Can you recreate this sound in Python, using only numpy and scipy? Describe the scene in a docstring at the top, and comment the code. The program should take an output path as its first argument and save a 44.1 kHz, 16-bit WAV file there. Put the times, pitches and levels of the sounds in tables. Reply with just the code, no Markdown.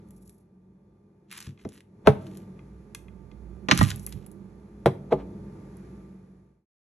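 """Groceries on a stone countertop in a small kitchen, close to a stereo microphone, a refrigerator behind. A
bag of split peas crinkles as it is brushed. A glass salt grinder touches down rim first and lands flat at 2.1
s, ringing on the slab, and its cap taps lightly. At 3.7 s a full plastic bottle thumps down and brushes the
bag. At 4.9 s a glass jar lands, then rocks flat with a brief grating slide. The refrigerator's hum, there from
the start, fades out at the end."""
import sys
import numpy as np
from scipy import signal
from scipy.fft import rfft, irfft, next_fast_len
from scipy.io import wavfile
from scipy.ndimage import map_coordinates

SR = 44100
rng = np.random.default_rng(int(sys.argv[2]) if len(sys.argv) > 2 else 0)


def log_audio(samples):
    """Write samples as a 16-bit WAV file to the path given in sys.argv[1]."""
    # one column per channel
    frames = np.atleast_2d(samples).T
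    # limit to full scale, then quantise
    limited = np.clip(frames, -1, 1)
    pcm = np.round(limited * 32767).astype(np.int16)
    wavfile.write(sys.argv[1], SR, pcm)


N = 304510

# the dense high modes of glass and of plastic on stone: (frequency [Hz], spectral level [dB])
GLASS_CLATTER = [(150, -39.5), (500, 7), (900, 3.5), (1500, -3), (2500, -11.5), (4000, -17), (7000, -30),
                 (11000, -24), (13000, -45), (16000, -62)]
PLASTIC_CLATTER = [(200, -25), (800, -0.5), (1800, 2.5), (4000, -1), (6500, -6.5), (8000, -23),
                   (11000, -22), (12500, -38.5), (16000, -60)]


def salt_grinder():
    """The glass grinder meets the stone rim first, then flat, and rings at each contact."""
    # contacts: (time [s], level [dB], brightness [Hz], clatter [dB])
    hits = [(1.6505, -24, 280, -21), (2.0722, .5, 10000, 0), (2.0787, -4, 200, -10)]
    # its ring on the slab: (frequency [Hz], level [dB], t60 [s])
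    modes = [(98, -8.6, .13), (141, -13, .12), (204, -5, .125), (309, -27, .1), (425, -3.4, .08),
             (585, -22, .16), (655, -1.5, .06), (806, -16, .14), (975, -19, .07), (1100, -24, .07),
             (1353, -6, .03), (1522, -15, .052), (2265, -28, .05), (2473, -14, .011), (3383, -16, .008)]
    return knocks(hits, modes, GLASS_CLATTER, clatter_db=-18, clatter_t60=0.1, crack_db=-5,
                  lag=0.026, rise_cycles=0.37, skew_rad=0.54)


def glass_jar():
    """The jar lands with a double knock and rocks flat with another."""
    # contacts: (time [s], level [dB], brightness [Hz], clatter [dB])
    hits = [(4.8592, -1, 12000, 5.5), (4.8678, -2.5, 450, -9.5), (5.1206, -8.5, 3000, -20),
            (5.1251, -2.5, 2500, -6)]
    # its ring on the slab: (frequency [Hz], level [dB], t60 [s])
    modes = [(143.2, -20, 0.19), (200.3, -23, 0.12), (282, -30, 0.52), (378.5, -11.5, 0.12),
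             (485.5, 0.06, 0.032), (548.7, -6, 0.04), (625, -10, 0.065), (756, -31.5, 0.1),
             (843, -16, 0.069), (1034, -26.5, 0.079), (1193, -29, 0.11), (1667, -11.5, 0.0054),
             (2020, -20.5, 0.011)]
    return knocks(hits, modes, GLASS_CLATTER, clatter_db=-22, clatter_t60=0.076, crack_db=-19,
                  lag=0.028, rise_cycles=0.65, skew_rad=0.2)


def plastic_bottle():
    """The full bottle's hard base clacks on the stone in four quick contacts."""
    # contacts: (time [s], level [dB], brightness [Hz], clatter [dB])
    hits = [(3.6860, -9, 2950, -5.5), (3.7030, -19, 2014, -2.5), (3.7120, -0.5, 7946, 2),
            (3.8098, 1.5, 1100, -23)]
    # its ring on the slab: (frequency [Hz], level [dB], t60 [s])
    modes = [(625.5, -15.5, .04), (836, -12.5, 0.034), (1036, -9, .035), (1192, -17.5, 0.099),
             (1330, -13, 0.045), (1904, -12.5, 0.055), (2040, -15.5, 0.017), (2620, -26, 0.049),
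             (3339, -25, 0.065), (3813, -18.5, 0.017), (4100, -18.5, 0.047), (6073, -24.5, .05)]
    return knocks(hits, modes, PLASTIC_CLATTER, clatter_db=-10.5, clatter_t60=.05, crack_db=-13.5,
                  lag=0.024, rise_cycles=1.0, skew_rad=0.93)


def knocks(hits, modes, clatter, clatter_db, clatter_t60, crack_db, lag, rise_cycles, skew_rad):
    """Each contact gives a crack, a short clatter and the object's modes; soft contacts ring duller."""
    out, t = np.zeros((2, N)), np.arange(SR // 2) / SR
    for s, db, bright_hz, rattle_db in hits:
        ring = np.zeros((2, len(t)))
        for k, (hz, mode_db, t60) in enumerate(modes):
            age = np.maximum(t - lag / np.sqrt(hz), 0)  # low bending waves cross the slab more slowly
            swell = 1 - np.exp(-age * hz / rise_cycles)
            decay = amp(mode_db + rng.normal(0, .5) - 60 * age / t60)
            # short waves reach the microphone's two ports out of step
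            skew = skew_rad * min(hz / 700, 1, 2500 / hz) * (-1) ** k * np.array([[1], [-1]])
            ring += decay * swell * np.sin(2 * np.pi * hz * age + skew)
        burst = amp(clatter_db - 60 * t / clatter_t60) + amp(crack_db - 60 * t / .006)
        grit = amp(rattle_db) * coloured(burst * near_noise(len(t), width=.2), clatter)
        contact_lowpass = signal.butter(1, np.clip(bright_hz, 50, SR / 3), fs=SR)
        add(out, s, amp(db) * (signal.lfilter(*contact_lowpass, ring) + grit))
    return out


def counter_thuds(rumble_db=-9, focus_db=18, rise_cycles=0.38):
    """Weight settling on the counter swings the modes near its own pace, in a dull rumble."""
    # soft heavy contacts: (time [s], level [dB], favoured frequency [Hz], left over right [dB])
    pushes = [(1.475, -29, 144, 1), (1.653, -27.5, 267, -0.5), (2.081, -14, 130, -5),
              (3.687, -18.5, 284, -8), (3.720, -14, 192, -9), (3.795, -14, 101, -8), (3.8128, -10, 145, -9),
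              (3.915, -29.5, 88, -5.5), (4.146, -30.5, 135, -9), (4.863, -12, 172, -0.5)]
    # low modes of the loaded counter: (frequency [Hz], level [dB], t60 [s])
    modes = [(56, -9, .25), (82.4, -6.5, 0.12), (100, 1, 0.22), (137, -1, 0.2), (191, 0, 0.1),
             (275, -2.5, .08)]
    out, t = np.zeros((2, N)), np.arange(SR // 2) / SR
    for s, db, push_hz, pan_db in pushes:
        swing = np.zeros(len(t))
        for hz, mode_db, t60 in modes:
            start_db = db + mode_db - focus_db * np.log2(hz / push_hz) ** 2
            swell = 1 - np.exp(-t * hz / rise_cycles)
            swing += amp(start_db - 60 * t / t60) * swell * np.sin(2 * np.pi * hz * t)
        band = [(push_hz / 6, -45), (push_hz / 3, -25), (push_hz, 0),
                (1.7 * push_hz, -5), (4 * push_hz, -38), (15 * push_hz, -80)]
        rumble = coloured(amp(db + rumble_db - 60 * t / .15) * near_noise(len(t), width=0.13), band)
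        add(out, s, (swing + rumble) * amp([[pan_db / 2], [-pan_db / 2]]))
    return out


def bag_snaps(gain_db=-3.5, snap_t60=0.0048, flutter_db=-10, flutter_t60=.04):
    """A crease of the plastic bag buckles with a sharp tick, and the film flutters briefly."""
    # the loudest creases: (time [s], level [dB], low crack [dB], top sparkle [dB])
    snaps = [(0.1072, -43, -17.5, -4.5), (0.2952, -41.5, -16.5, -7), (1.3139, -31.5, 2, -5),
             (1.3263, -29, 3, -1.5), (1.3763, -29, -18, -8.5), (1.4042, -31, -21, -18),
             (1.426, -38, -16, -35), (1.6901, -41.5, -20, -21), (1.806, -45, -6, -17),
             (2.2682, -41, 0, -14), (2.3725, -38.5, -23, -15), (2.9486, -27, -15.5, -17.5),
             (3.7758, -13, -12.5, -17), (3.7899, -14.5, -5, -15), (3.8296, -17.5, -16.5, -17),
             (3.904, -20, -11, -24.5), (3.9144, -22.5, -1.5, -26), (3.9598, -32.5, -28, -5),
             (3.9961, -37, -35, -15), (4.0652, -22.5, -27, -7), (4.125, -30.5, -6.5, -18.5),
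             (4.2641, -36, -17, 0.5), (4.3156, -41, -24, -2), (5.7693, -46.5, -27, -3)]
    out, t = np.zeros((2, N)), np.arange(SR // 8) / SR
    decay = amp(-60 * t / snap_t60) + amp(flutter_db - 60 * t / flutter_t60)
    for s, db, low_db, top_db in snaps:
        tick = decay * near_noise(len(t), width=0.19)
        colour = [(400, low_db - 30), (1500, low_db), (3000, low_db - 0.5), (6500, -13),
                  (11000, top_db + 5.5), (13500, top_db - 10), (16000, top_db - 25)]
        add(out, s, amp(db + gain_db) * coloured(tick, colour))
    return out


def bag_rustle(press_s=.016, relax_s=.04, sag_db=6.5, arch_db=9.5, crease_db=-5):
    """A brush crumples the bag hardest at first, fizzes most halfway and pops creases at random."""
    # touches on the bag: (start [s], length [s], crumple [dB], fizz [dB])
    brushes = [(0.076, 0.34, -100, -68), (1.315, .165, -49, -56.5), (1.592, 0.119, -66.5, -73),
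               (1.723, 0.061, -59, -60.5), (2.21, .21, -64.5, -67.5), (3.72, 0.067, -40.5, -52),
               (3.785, 0.12, -38.5, -42.5), (3.94, 0.17, -65, -56.5), (4.103, 0.16, -66.5, -84)]
    # the film's coarse crumple and fine fizz: (frequency [Hz], spectral level [dB])
    crumple_spectrum = [(500, -29.5), (1050, -3), (1700, -0.5), (2800, 0), (5000, -6), (7500, -7.5),
                        (10000, -10), (13000, -27.5)]
    fizz_spectrum = [(2000, -28), (5000, -9.5), (8000, -5.5), (11000, 5), (12500, -10), (14500, -18),
                     (16500, -34)]
    t, crumple_gain, fizz_gain = np.arange(N) / SR, np.zeros(N), np.zeros(N)
    for s, length, crumple_db, fizz_db in brushes:
        progress = np.clip((t - s) / length, 0, 1)
        touch_db = -20 * (np.maximum(s - t, 0) / press_s + np.maximum(t - s - length, 0) / relax_s)
        crumple_gain += amp(crumple_db + touch_db - sag_db * progress)
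        fizz_gain += amp(fizz_db + touch_db - arch_db * (2 * progress - 1) ** 2)
    crumple = crinkle(rate=2200, spread_db=4, clump_db=2.5, spectrum=crumple_spectrum)
    creases = crinkle(rate=90, spread_db=2, clump_db=1, spectrum=crumple_spectrum)
    fizz = crinkle(rate=12000, spread_db=0.5, clump_db=4.5, spectrum=fizz_spectrum)
    return crumple_gain * (crumple + amp(crease_db) * creases) + fizz_gain * fizz


def glass_slide():
    """A glass base grates over the stone as it settles, swelling and dying with the pressure."""
    # slides: (time of hardest pressure [s], level [dB], time to rise or fall by 20 dB [s])
    slides = [(2.070, -25, .013), (5.122, -29, .014), (5.2, -45, .045)]
    # glass grating on stone: (frequency [Hz], spectral level [dB])
    grate = [(250, -16.5), (500, -1), (800, 0), (1300, -12.5), (2500, -20), (4000, -26), (6500, -35.5),
             (11000, -45.5), (14000, -71)]
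    t = np.arange(N) / SR
    pressure = sum(amp(db - 20 * np.abs(t - s) / ramp_s) for s, db, ramp_s in slides)
    return pressure * crinkle(rate=5000, spread_db=2, clump_db=-0.5, spectrum=grate)


def grinder_cap_taps():
    """The salt grinder's cap is tapped lightly and gives short, high clicks."""
    # contacts: (time [s], level [dB], brightness [Hz], clatter [dB])
    hits = [(1.5755, -51.5, 5030, 3), (1.5945, -49, 5000, 0), (2.5915, -44, 2500, -5.5),
            (2.9485, -32, 10000, -13), (1.6500, -39.5, 1540, 7.5), (3.0830, -43.5, 2990, -10),
            (3.3145, -47, 5970, 7), (4.0725, -29, 603, -16)]
    # the cap's ring: (frequency [Hz], level [dB], t60 [s])
    modes = [(1179, -9, 0.029), (1622, -20.5, 0.05), (2091, -7.5, 0.039), (2483, -0.5, 0.015),
             (3290, -8, 0.023)]
    return knocks(hits, modes, PLASTIC_CLATTER, clatter_db=-15, clatter_t60=0.022, crack_db=-58,
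                  lag=0.0079, rise_cycles=.5, skew_rad=0.35)


def fridge(drone_hz=57.7, rush_db=-1, tones_db=1, drone_gain_db=-2, fade_end_s=6.659, fade_s=0.71):
    """The room tone: a deep drone and wavering motor tones in a low rush, with faint air hiss above."""
    # the background's course: (time [s], hum [dB], hiss [dB], drone [dB])
    levels = [(0, -50.5, -71.5, -55), (.5, -58.5, -83.5, -71), (1.88, -57, -80.5, -73.5),
              (2.2, -42, -65.5, -68), (2.75, -50, -70, -51.5), (3.25, -50.5, -71, -52),
              (3.65, -48, -68.5, -47.5), (4.7, -49, -70, -53), (5.3, -42, -66.5, -49.5),
              (5.8, -45.5, -64.5, -51.5), (6.2, -47.5, -68.5, -55)]
    # the hum leans right for a while: (time [s], left over right [dB])
    lean = [(2.65, -0.46), (3.2, -9), (4.35, -8.5), (4.72, -0.9)]
    # motor tones: (frequency [Hz], relative level [dB])
    motor = [(100, -13.5), (141, -10.5), (186, -8), (203, -12), (414.5, -17.5), (888, -28.5), (1184, -29.5),
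             (2444, -43.5), (3500, -47), (4350, -46)]
    # the low rush and the air hiss: (frequency [Hz], spectral level [dB])
    rush_spectrum = [(20, -38), (35, -19.5), (55, -8), (78, -12), (102, -3), (151, -10), (193, 4),
                     (256, -12.5), (346, -4.5), (420, -11.5), (700, -24), (870, -23), (1210, -33.5),
                     (1600, -46), (2600, -87.5)]
    hiss_spectrum = [(700, -19.5), (1200, -7), (1800, -10.5), (2350, -14), (2900, -22.5), (4700, -22.5),
                     (6700, -23), (8500, -27.5), (9600, -22), (10900, -21.5), (12500, -39.5),
                     (16000, -60.5)]
    hum_db, hiss_db, drone_db = curves(levels)
    pan_db, = curves(lean)
    t, tones = np.arange(N) / SR, np.zeros(N)
    for hz, db in motor:
        tones += np.sqrt(2) * amp(db + 2 * wobble(5.5)) * np.sin(2 * np.pi * hz * t + 0.77 * wobble(4.6))
    drone_peak = np.sqrt(2) * amp(drone_db + drone_gain_db + 3.2 * wobble(9))
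    drone = drone_peak * np.sin(2 * np.pi * drone_hz * t + 0.99 * wobble(17))
    hum = amp(hum_db) * (amp(rush_db) * diffuse_noise(rush_spectrum) + amp(tones_db) * tones) + drone
    hiss = amp(hiss_db) * diffuse_noise(hiss_spectrum)
    fade = np.clip((fade_end_s - t) / fade_s, 0, 1)
    return fade * (hum * amp([pan_db / 2, -pan_db / 2]) + hiss)


def room(x, gap_s=.006):
    """The kitchen's diffuse answer, each frequency dying at its own speed."""
    # reverberation: (frequency [Hz], t60 [s])
    decay_times = [(100, 0.5), (400, 0.54), (1500, 0.35), (5000, 0.26), (12000, .3)]
    hz, t, noise = signal.stft(spread(rng.standard_normal((2, SR // 2))), SR, nperseg=256)
    decay = amp(-60 * t / along(decay_times, hz)[:, None])
    _, tail = signal.istft(noise * decay, SR, nperseg=256)
    delayed = np.pad(x.mean(axis=0), (round(gap_s * SR), 0))
    return signal.fftconvolve(delayed[None], tail / np.linalg.norm(tail[0]), axes=1)[:, :N]


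def spread(pair):
    """Two unrelated signals become a diffuse field: mono in the bass, widest in the middle range."""
    # the room at the microphone: (frequency [Hz], left-right correlation [0..1])
    likeness = [(60, 1), (140, 1), (300, 0.98), (640, 0.31), (1400, 0.084), (3000, .45), (5000, 0.33),
                (12000, 1)]
    turn = lambda hz: np.arccos(np.clip(along(likeness, hz), -1, 1)) / 2
    mid, side = filtered(pair, lambda hz: np.array([np.cos(turn(hz)), np.sin(turn(hz))]))
    return np.array([mid + side, mid - side])


def diffuse_noise(spectrum):
    """Noise from all round the room, with the given spectrum."""
    field = spread(rng.standard_normal((2, N)))
    return unit(filtered(field, lambda hz: amp(along(spectrum, hz))))


def near_noise(n, width):
    """Noise from close to the microphone, nearly alike in both channels."""
    mid, side = rng.standard_normal((2, n))
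    return unit(np.array([mid + width * side, mid - width * side]))


def crinkle(rate, spread_db, clump_db, spectrum):
    """Tiny clicks of unequal size, about rate a second, swelling in clumps."""
    clicks = rng.random(N) < rate / SR
    size_db = spread_db * np.clip(rng.standard_normal(N), -2, 2) + clump_db * wobble(170)
    return unit(coloured(clicks * amp(size_db) * near_noise(N, width=0.051), spectrum))


def amp(db):
    """Decibels to gain."""
    return 10 ** (np.asarray(db) / 20)


def unit(x):
    """Scaled to rms 1."""
    return x / np.sqrt(np.mean(x ** 2) + 1e-20)


def along(points, hz):
    """(frequency [Hz], value) points read on a log axis."""
    freqs, values = np.transpose(points)
    return np.interp(np.log(hz + 1), np.log(freqs + 1), values)


def curves(rows):
    """One value per sample for each column after the time."""
    times, *columns = np.transpose(rows)
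    return [np.interp(np.arange(N) / SR, times, column) for column in columns]


def wobble(rate):
    """A smooth random curve, rate knots a second."""
    knots = rng.standard_normal(int(N * rate / SR) + 4)
    return map_coordinates(knots, [np.arange(N) * rate / SR])


def filtered(x, response):
    """x times a complex response of frequency."""
    n = x.shape[-1]
    size = next_fast_len(n + 8192)
    return irfft(rfft(x, size) * response(np.fft.rfftfreq(size, 1 / SR)), size)[..., :n]


def coloured(x, spectrum, size=2048):
    """x through a minimum-phase filter of unit energy with the given spectrum."""
    cepstrum = irfft(np.log(amp(along(spectrum, np.fft.rfftfreq(size, 1 / SR)))))
    cepstrum[1:size // 2] *= 2
    cepstrum[size // 2 + 1:] = 0
    kernel = irfft(np.exp(rfft(cepstrum)))
    return signal.fftconvolve(x, kernel[None] / np.linalg.norm(kernel), axes=1)[:, :x.shape[1]]


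def add(track, s, sound):
    """Mix a sound into the track at time s."""
    part = track[:, max(round(s * SR), 0):][:, :sound.shape[-1]]
    part += sound[..., :part.shape[1]]


def scene():
    """The counter up close, with the kitchen's reverberation and the refrigerator behind it."""
    # glass throws more of its treble into the room: (frequency [Hz], gain [dB])
    glass_throw = [(150, 0), (500, -1.5), (1200, 2.5), (2000, 4.5), (6000, 7.5)]
    grinder, jar, bottle, taps = salt_grinder(), glass_jar(), plastic_bottle(), grinder_cap_taps()
    bag = bag_snaps() + bag_rustle()
    glass = grinder + jar + glass_slide()
    thuds = counter_thuds()
    thrown = filtered(glass, lambda hz: amp(along(glass_throw, hz)))
    reverb = amp(-20.5) * room(thrown) + amp(-15) * room(bottle + thuds) + amp(-13) * room(bag + taps)
    return glass + bottle + taps + bag + thuds + reverb + fridge()


def record(dry, ceiling=.95, top_hz=16500):
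    """The microphone's two ports differ in phase; peaks are rounded and both ends of the band fall off."""
    # phase between the ports: (frequency [Hz], left lead [rad])
    port_phase = [(100, 0), (2200, .1), (4100, .7), (4850, 3.1), (5700, 6), (7000, 7), (9200, 9.4),
                  (11500, 12.2), (16000, 12.8)]
    # microphone response: (frequency [Hz], gain [dB])
    response = [(20, -15.5), (38, -8.5), (58, 0), (11500, -0.5), (13000, -8), (15000, -8.5)]
    ported = filtered(dry, lambda hz: np.exp(.5j * along(port_phase, hz) * np.array([[1], [-1]])))
    rounded = ported / (1 + np.abs(ported / ceiling) ** 6) ** (1 / 6)
    return filtered(rounded, lambda hz: amp(along(response, hz)) * (hz < top_hz))


dry = scene()
out = record(dry)
log_audio(out)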